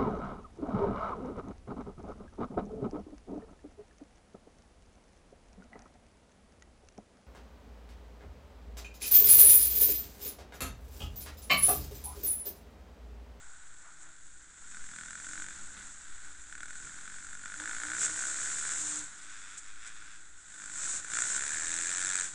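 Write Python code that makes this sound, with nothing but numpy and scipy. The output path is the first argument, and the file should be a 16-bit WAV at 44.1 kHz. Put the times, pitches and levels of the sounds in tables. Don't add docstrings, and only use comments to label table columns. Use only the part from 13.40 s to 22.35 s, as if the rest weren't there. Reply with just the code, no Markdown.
import sys
import numpy as np
from scipy import signal
from scipy.fft import rfft, irfft
from scipy.io import wavfile
from scipy.ndimage import uniform_filter1d

SR = 44100
rng = np.random.default_rng(int(sys.argv[2]) if len(sys.argv) > 2 else 0)


def file_out(sig):
    cols = np.atleast_2d(sig).T
    lim = np.clip(cols, -1, 1)
    pcm = np.round(lim * 32767).astype(np.int16)
    wavfile.write(sys.argv[1], SR, pcm)


N = 394630
T = np.arange(N) / SR

# (frequency [Hz], relative level [dB])
AIR_TONE = [(4, 21), (12, 8.5), (22, 1.5), (38, -10), (56, -1.5), (75, -10), (120, -28), (250, -26),
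            (600, -31.5), (2000, -52)]
JOLT_TONE = [(30, -4), (60, 4), (130, -10), (300, -15), (800, -29), (2000, -41)]
TYRE_TONE = [(300, -32), (650, -7), (850, -4), (1100, -4), (1450, 5.5), (1900, -6), (2800, -15),
             (6000, -37)]
HUM_TONE = [(30, 7), (55, -13), (90, -10.5), (150, -3), (205, -10.5), (235, -22), (268, 1.5), (303, 11.5),
            (335, 0), (380, -27), (470, -8), (550, -7), (700, -13), (950, -5), (1500, -25.5)]
CLATTER_TONE = [(150, -10), (550, -22.5), (900, -14), (1100, -13.5), (1330, -4), (1490, 2.5), (1720, -5.5),
                (2000, -8), (2450, -15), (3080, -18), (3500, -11), (4500, -18), (9000, -26)]
HISS_TONE = [(100, -31.5), (400, -21.5), (800, -24), (1500, -15), (2400, -18), (3100, -21), (3600, -17),
             (4800, -19), (6200, -7.5), (7000, 0.5), (7800, 1), (8500, -5.5), (9500, -15), (10800, -32.5)]
REAR_BARK_TONE = [(200, -31), (700, -25), (1100, -34.5), (1310, -11.5), (1450, 2), (1580, 3), (1780, -15),
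                  (2050, -17.5), (2450, -26), (3050, -31), (3550, -11), (4600, -45), (9000, -59)]
SIDE_BARK_TONE = [(200, -20.5), (700, -19), (1100, -21), (1360, -4), (1500, -4.5), (1730, 5), (1900, -5),
                  (2180, -8), (2470, -4.5), (2800, -32), (3700, -35), (4800, -20), (10000, -48)]
CRACK_TONE = [(400, -26), (1500, -29), (2400, -14.5), (3000, -20.5), (3650, -12.5), (4800, -21.5),
              (6000, -10.5), (7000, -5), (7700, -0.5), (8500, -8.5), (9500, -19.5), (10800, -34.5)]
RASP_TONE = [(300, -38), (900, -15), (1450, 7.5), (1950, -1), (2550, -1.5), (3050, -11), (3450, 0),
             (4200, -13), (5200, -7.5), (8800, -12), (10500, -28)]
# (time [s], level [dB], half-width [s])
FRAME_JOLTS = [(1.76, -58, 0.027), (2.39, -57, 0.022), (3.455, -54.5, 0.019), (8.24, -60, 0.0066)]
MOUNT_BUMPS = [(.625, -55, 0.022), (6.185, -41.5, 0.0085), (6.475, -46.5, 0.013)]
TYRE_SCRUBS = [(.06, -62.5, 0.25), (.475, -58, 0.041), (.66, -60, 0.044), (1.223, -60, 0.0035),
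               (8.24, -45, 0.011)]
ROUGH_PATCHES = [(2.39, -51.5, 0.045), (2.86, -55.5, 0.034), (5.29, -48, 0.033), (5.76, -55, 0.084)]
# (time [s], half-width [s], pitch [Hz], lowest note [dB], overtones [dB])
DRONE_SWELLS = [(0.697, .5, 162, -76.5, -80), (2.3, .17, 198.8, -66.5, -79), (4.75, .17, 156, -76, -62.5),
                (5.403, .12, 187.2, -85, -73), (6.65, .2, 160.2, -75.5, -76)]
# (multiple of its pitch, relative level [dB])
DRONE_OVERTONES = [(2, 8), (3, 2.5), (4, 1), (5, -15), (6, -4.5)]
# (time [s], level [dB])
AIR_LEVELS = [(0, -51), (.7, -52), (1.7, -47.5), (2.6, -47.5), (4.5, -50.5), (5.7, -60), (6.5, -52),
              (7.9, -58), (8.95, -55)]
# (opens [s], shuts [s], level [dB], swell [dB], firing rate [Hz])
THIRD_BLIPS = [(5.899, 5.97, -51, 3, 101.3), (6.04, 6.152, -52.5, 1, 97.1), (6.26, 6.302, -54, 2.5, 102.6),
               (6.42, 6.48, -51.5, 6, 116.2), (6.56, 6.756, -55, -1.5, 108.8)]
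# (time [s], firing rate [Hz])
OWN_RATES = [(0, 53.15), (1.6, 54), (1.9, 60.7), (2.3, 67.4), (2.5, 68.3), (2.8, 52.15), (3.1, 42.8),
             (3.5, 43.06), (4.1, 47.52), (4.42, 58.1), (4.6, 65.9), (4.75, 66.2), (5.0, 71.1), (5.3, 70),
             (5.5, 75.5), (5.62, 74.5), (5.76, 62.6), (6.7, 40.95), (6.95, 41.98), (7.15, 50.83),
             (7.35, 51.87), (7.8, 61.4), (8.3, 75.9), (8.9, 80)]
LEADER_RATES = [(0.0, 47.12), (1.64, 40.93), (1.82, 44.55), (2.44, 49.43), (2.97, 32.27), (3.39, 43.09),
                (3.53, 42.6), (3.81, 48.27), (4.05, 46.79), (4.53, 62.1), (4.64, 60.79), (5.26, 74.9),
                (6.91, 38.43), (7.03, 50.38), (7.55, 51.38), (7.94, 64.53), (8.27, 84.71), (8.36, 83.7),
                (8.71, 94.44), (8.94, 84.45)]
# (time [s], opening [0-1])
OWN_THROTTLE = [(0, 0), (1.15, 0.09), (1.5, 0.55), (2.0, 0.54), (2.42, 0.51), (2.6, 0.34), (3.05, 0.36),
                (3.4, 0.56), (3.98, 0.49), (4.3, 0.95), (5.58, 0.98), (5.7, 0.41), (6.5, .25), (6.95, 0),
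                (7.5, 1), (7.66, 0.64), (7.76, 0.99), (8.85, 1), (8.95, 0.66)]
# (opens [s], shuts [s], level [dB], swell [dB])
HISS_SURGES = [(1.72, 2.04, -49.5, 4), (2.87, 2.93, -58, -5), (4.62, 4.66, -30.5, 1),
               (4.7, 5.59, -37.5, 1.5), (7.39, 7.57, -36, 3.5), (7.74, 7.97, -35, 2.5),
               (8.04, 8.86, -40, 0)]
# (start [s], end [s], boost [dB])
HUM_STRAINS = [(1.88, 2.46, 8), (4.198, 4.27, 11), (4.469, 4.558, 10.5), (5.439, 5.632, 9), (7.5, 7.573, 6),
               (8.3, 8.846, 2.5)]
# (opens [s], shuts [s], bark [dB], swell [dB], crack over bark at crack_ref_hz [dB], boom [dB])
LEADER_PULLS = [(1.369, 1.497, -55, -2, 1.5, -67.5), (1.574, 2.085, -50, 2.5, -0.5, -66),
                (3.125, 3.331, -52, 4, -0.5, -75), (3.405, 3.974, -54, 4, -5, -69.5),
                (4.08, 4.151, -50.5, 0, -6, -72), (4.245, 4.686, -43.5, 2.5, -7, -72),
                (4.78, 5.354, -46, 0, -8, -78), (7.141, 7.518, -51.5, 7, -0.5, -72),
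                (7.769, 7.86, -40, -4, -0.5, -73), (7.92, 8.217, -41.5, 0.5, -1, -77),
                (8.25, 8.808, -41.8, 3, 2, -72.5)]
# (time [s], boost [dB])
LEADER_POPS = [(1.754, 2), (2.086, 1.5), (3.152, 4), (3.204, 4.5), (3.678, 6), (4.059, 10.5), (4.2, 9),
               (4.276, 3), (4.435, 5), (5.253, 6), (7.645, 8.5)]
# (time [s], share [0-1])
SIDE_SHARE = [(7.98, 0.25), (8.04, 1), (8.3, 1), (8.8, 0.89)]


def gain(db):
    return 10 ** (np.asarray(db) / 20)


def unit(x):
    return x / np.sqrt(np.mean(x ** 2))


def curves(table):
    times, *columns = np.transpose(table)
    return [np.interp(T, times, column) for column in columns]


def wander(per_s):
    step = int(SR / per_s)
    stairs = np.repeat(rng.standard_normal(N // step + 1), step)
    return unit(uniform_filter1d(stairs, step)[:N])


def held_levels(table, rise_db_per_s, fall_db_per_s):
    return np.array([db + np.interp(T, [opens, shuts], [-swell / 2, swell / 2])
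                     - rise_db_per_s * np.maximum(opens - T, 0)
                     - fall_db_per_s * np.maximum(T - shuts, 0)
                     for opens, shuts, db, swell, *_ in table])


def colour(x, tone, size=16384):
    hz, db = np.transpose(tone)
    bins = np.maximum(np.arange(size // 2 + 1) * SR / size, 1)
    shape_db = np.interp(np.log(bins), np.log(hz), db)
    cepstrum = irfft(np.log(gain(shape_db)))
    cepstrum[1:size // 2] *= 2
    cepstrum[size // 2 + 1:] = 0
    click_response = irfft(np.exp(rfft(cepstrum)))
    return unit(signal.fftconvolve(x, click_response)[:N])


def ring(x, hz, width_hz):
    return unit(signal.lfilter(*signal.iirpeak(hz, hz / width_hz, fs=SR), x))


def bursts(table, tone):
    swell = sum(gain(db) * np.exp(-((T - time) / width) ** 2 / 2) for time, db, width in table)
    grains = rng.standard_normal(N) * gain(1.9 * wander(500))
    return swell * colour(grains, tone)


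def firings(hz, jitter_s, scatter_db, pops=(), max_count=1200):
    chance = rng.standard_normal((max_count, 2))
    cycles = np.cumsum(hz) / SR
    times = np.interp(np.arange(1, int(cycles[-1]) + 1), cycles, T)
    delay_s, db = (chance[:len(times)] * [jitter_s, scatter_db]).T
    db = db * 60 / np.interp(times, T, hz)
    for time, boost_db in pops:
        db[np.argmin(abs(times - time))] = boost_db
    at = np.clip(((times + delay_s) * SR).astype(int), 0, N - 1)
    clicks = np.zeros(N)
    clicks[at] = gain(db) / np.sqrt(hz[at])
    return unit(clicks)


def puffs(clicks, rise_s, decay_s):
    envelope = clicks
    for seconds in (rise_s, decay_s):
        envelope = signal.lfilter([1], [1, -np.exp(-1 / (seconds * SR))], envelope)
    return unit(envelope * rng.standard_normal(N))


def engine_drone(climb_hz_per_s=16):
    time, width, pitch, low_db, high_db = np.transpose(DRONE_SWELLS)
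    swells = np.exp(-((T - time[:, None]) / width[:, None]) ** 2 / 2)
    active = swells.argmax(axis=0)
    hz = pitch[active] + climb_hz_per_s * (T - time[active])
    phase = 2 * np.pi * np.cumsum(hz * (1 + .011 * wander(40))) / SR
    overtones = sum(gain(db + 2.8 * wander(9)) * np.sin(k * phase) for k, db in DRONE_OVERTONES)
    flutter = unit(gain(2.5 * wander(35)))
    low = gain(low_db) @ swells * unit(np.sin(phase))
    high = gain(high_db) @ swells * unit(overtones)
    return flutter * (low + high)


def helmet():
    air_db = curves(AIR_LEVELS)[0] + .6 * wander(4.02)
    air = gain(air_db) * colour(rng.standard_normal(N), AIR_TONE)
    return air + bursts(FRAME_JOLTS, JOLT_TONE) + bursts(MOUNT_BUMPS, HISS_TONE)


def tyres():
    return bursts(TYRE_SCRUBS, TYRE_TONE)


def third_bike():
    hz, = curves([(opens, rate) for opens, *_, rate in THIRD_BLIPS])
    db = held_levels(THIRD_BLIPS, rise_db_per_s=90, fall_db_per_s=170).max(axis=0)
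    clicks = firings(hz * (1 + .02 * wander(12)), jitter_s=.0001, scatter_db=2)
    blast = clicks + gain(.5) * puffs(clicks, rise_s=.0011, decay_s=.0053)
    return gain(db) * colour(blast, RASP_TONE)


def own_bike(strain_fade_s=.077, waver_db=.72):
    hz, = curves(OWN_RATES)
    throttle, = curves(OWN_THROTTLE)
    strain_db = sum(np.interp(T, [start - strain_fade_s, start, end, end + strain_fade_s], [0, db, db, 0])
                    for start, end, db in HUM_STRAINS)
    clicks = firings(hz, jitter_s=.00005, scatter_db=2.5)
    hum = gain(-77.5 + 13 * throttle + strain_db) * colour(clicks, HUM_TONE)
    knocks = rng.standard_normal(N) * gain(1.74 * wander(260))
    grit = rng.standard_normal(N) * gain(1.4 * wander(700) + .59 * wander(35))
    clatter_db = -61 + 12.5 * throttle + waver_db * wander(7)
    clatter = gain(clatter_db) * colour(knocks, CLATTER_TONE) + bursts(ROUGH_PATCHES, CLATTER_TONE)
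    hiss_db = -58.5 + 16.5 * throttle + waver_db * wander(7)
    surge_db = held_levels(HISS_SURGES, rise_db_per_s=215, fall_db_per_s=356).max(axis=0)
    hiss = np.hypot(gain(hiss_db), gain(surge_db)) * colour(grit, HISS_TONE)
    return hum + clatter + hiss


def silencer(blast):
    side, = curves(SIDE_SHARE)
    behind = unit(colour(blast, REAR_BARK_TONE) + gain(-2) * ring(blast, hz=1466, width_hz=95))
    beside = unit(colour(blast, SIDE_BARK_TONE) + gain(-6.5) * ring(blast, hz=1637, width_hz=130))
    return np.sqrt(1 - side) * behind + np.sqrt(side) * beside


def leader(coast_db=-72.5, crack_ref_hz=55.6, boom_hz=195, boom_width_hz=111):
    hz, = curves(LEADER_RATES)
    pulls_db = held_levels(LEADER_PULLS, rise_db_per_s=145, fall_db_per_s=210)
    _, _, middle_db, _, sharp_db, low_db = np.transpose(LEADER_PULLS)[:, :, None]
    bark_db = np.maximum(pulls_db.max(axis=0), coast_db)
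    crack_db = np.maximum((pulls_db + sharp_db).max(axis=0), coast_db)
    crack_db += 6 * np.log2(hz / crack_ref_hz)
    boom_db = (low_db + .5 * (pulls_db - middle_db)).max(axis=0)
    clicks = firings(hz, jitter_s=.00003, scatter_db=1.9, pops=LEADER_POPS)
    bark = silencer(clicks + gain(-6) * puffs(clicks, rise_s=.0006, decay_s=.003))
    crack = colour(puffs(clicks, rise_s=.00034, decay_s=.0016) + gain(-20) * clicks, CRACK_TONE)
    boom = ring(ring(clicks, boom_hz, boom_width_hz), boom_hz, boom_width_hz)
    return gain(bark_db) * bark + gain(crack_db) * crack + gain(boom_db) * boom


def scene():
    return (leader() + own_bike() + third_bike() + engine_drone() + tyres() + helmet())[None]


def record(dry):
    top_hz, offset = 10900, -.004
    treble_cut = signal.ellip(10, .2, 80, top_hz, fs=SR, output="sos")
    return signal.sosfilt(treble_cut, dry) + offset


dry = scene()
out = record(dry)
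file_out(out)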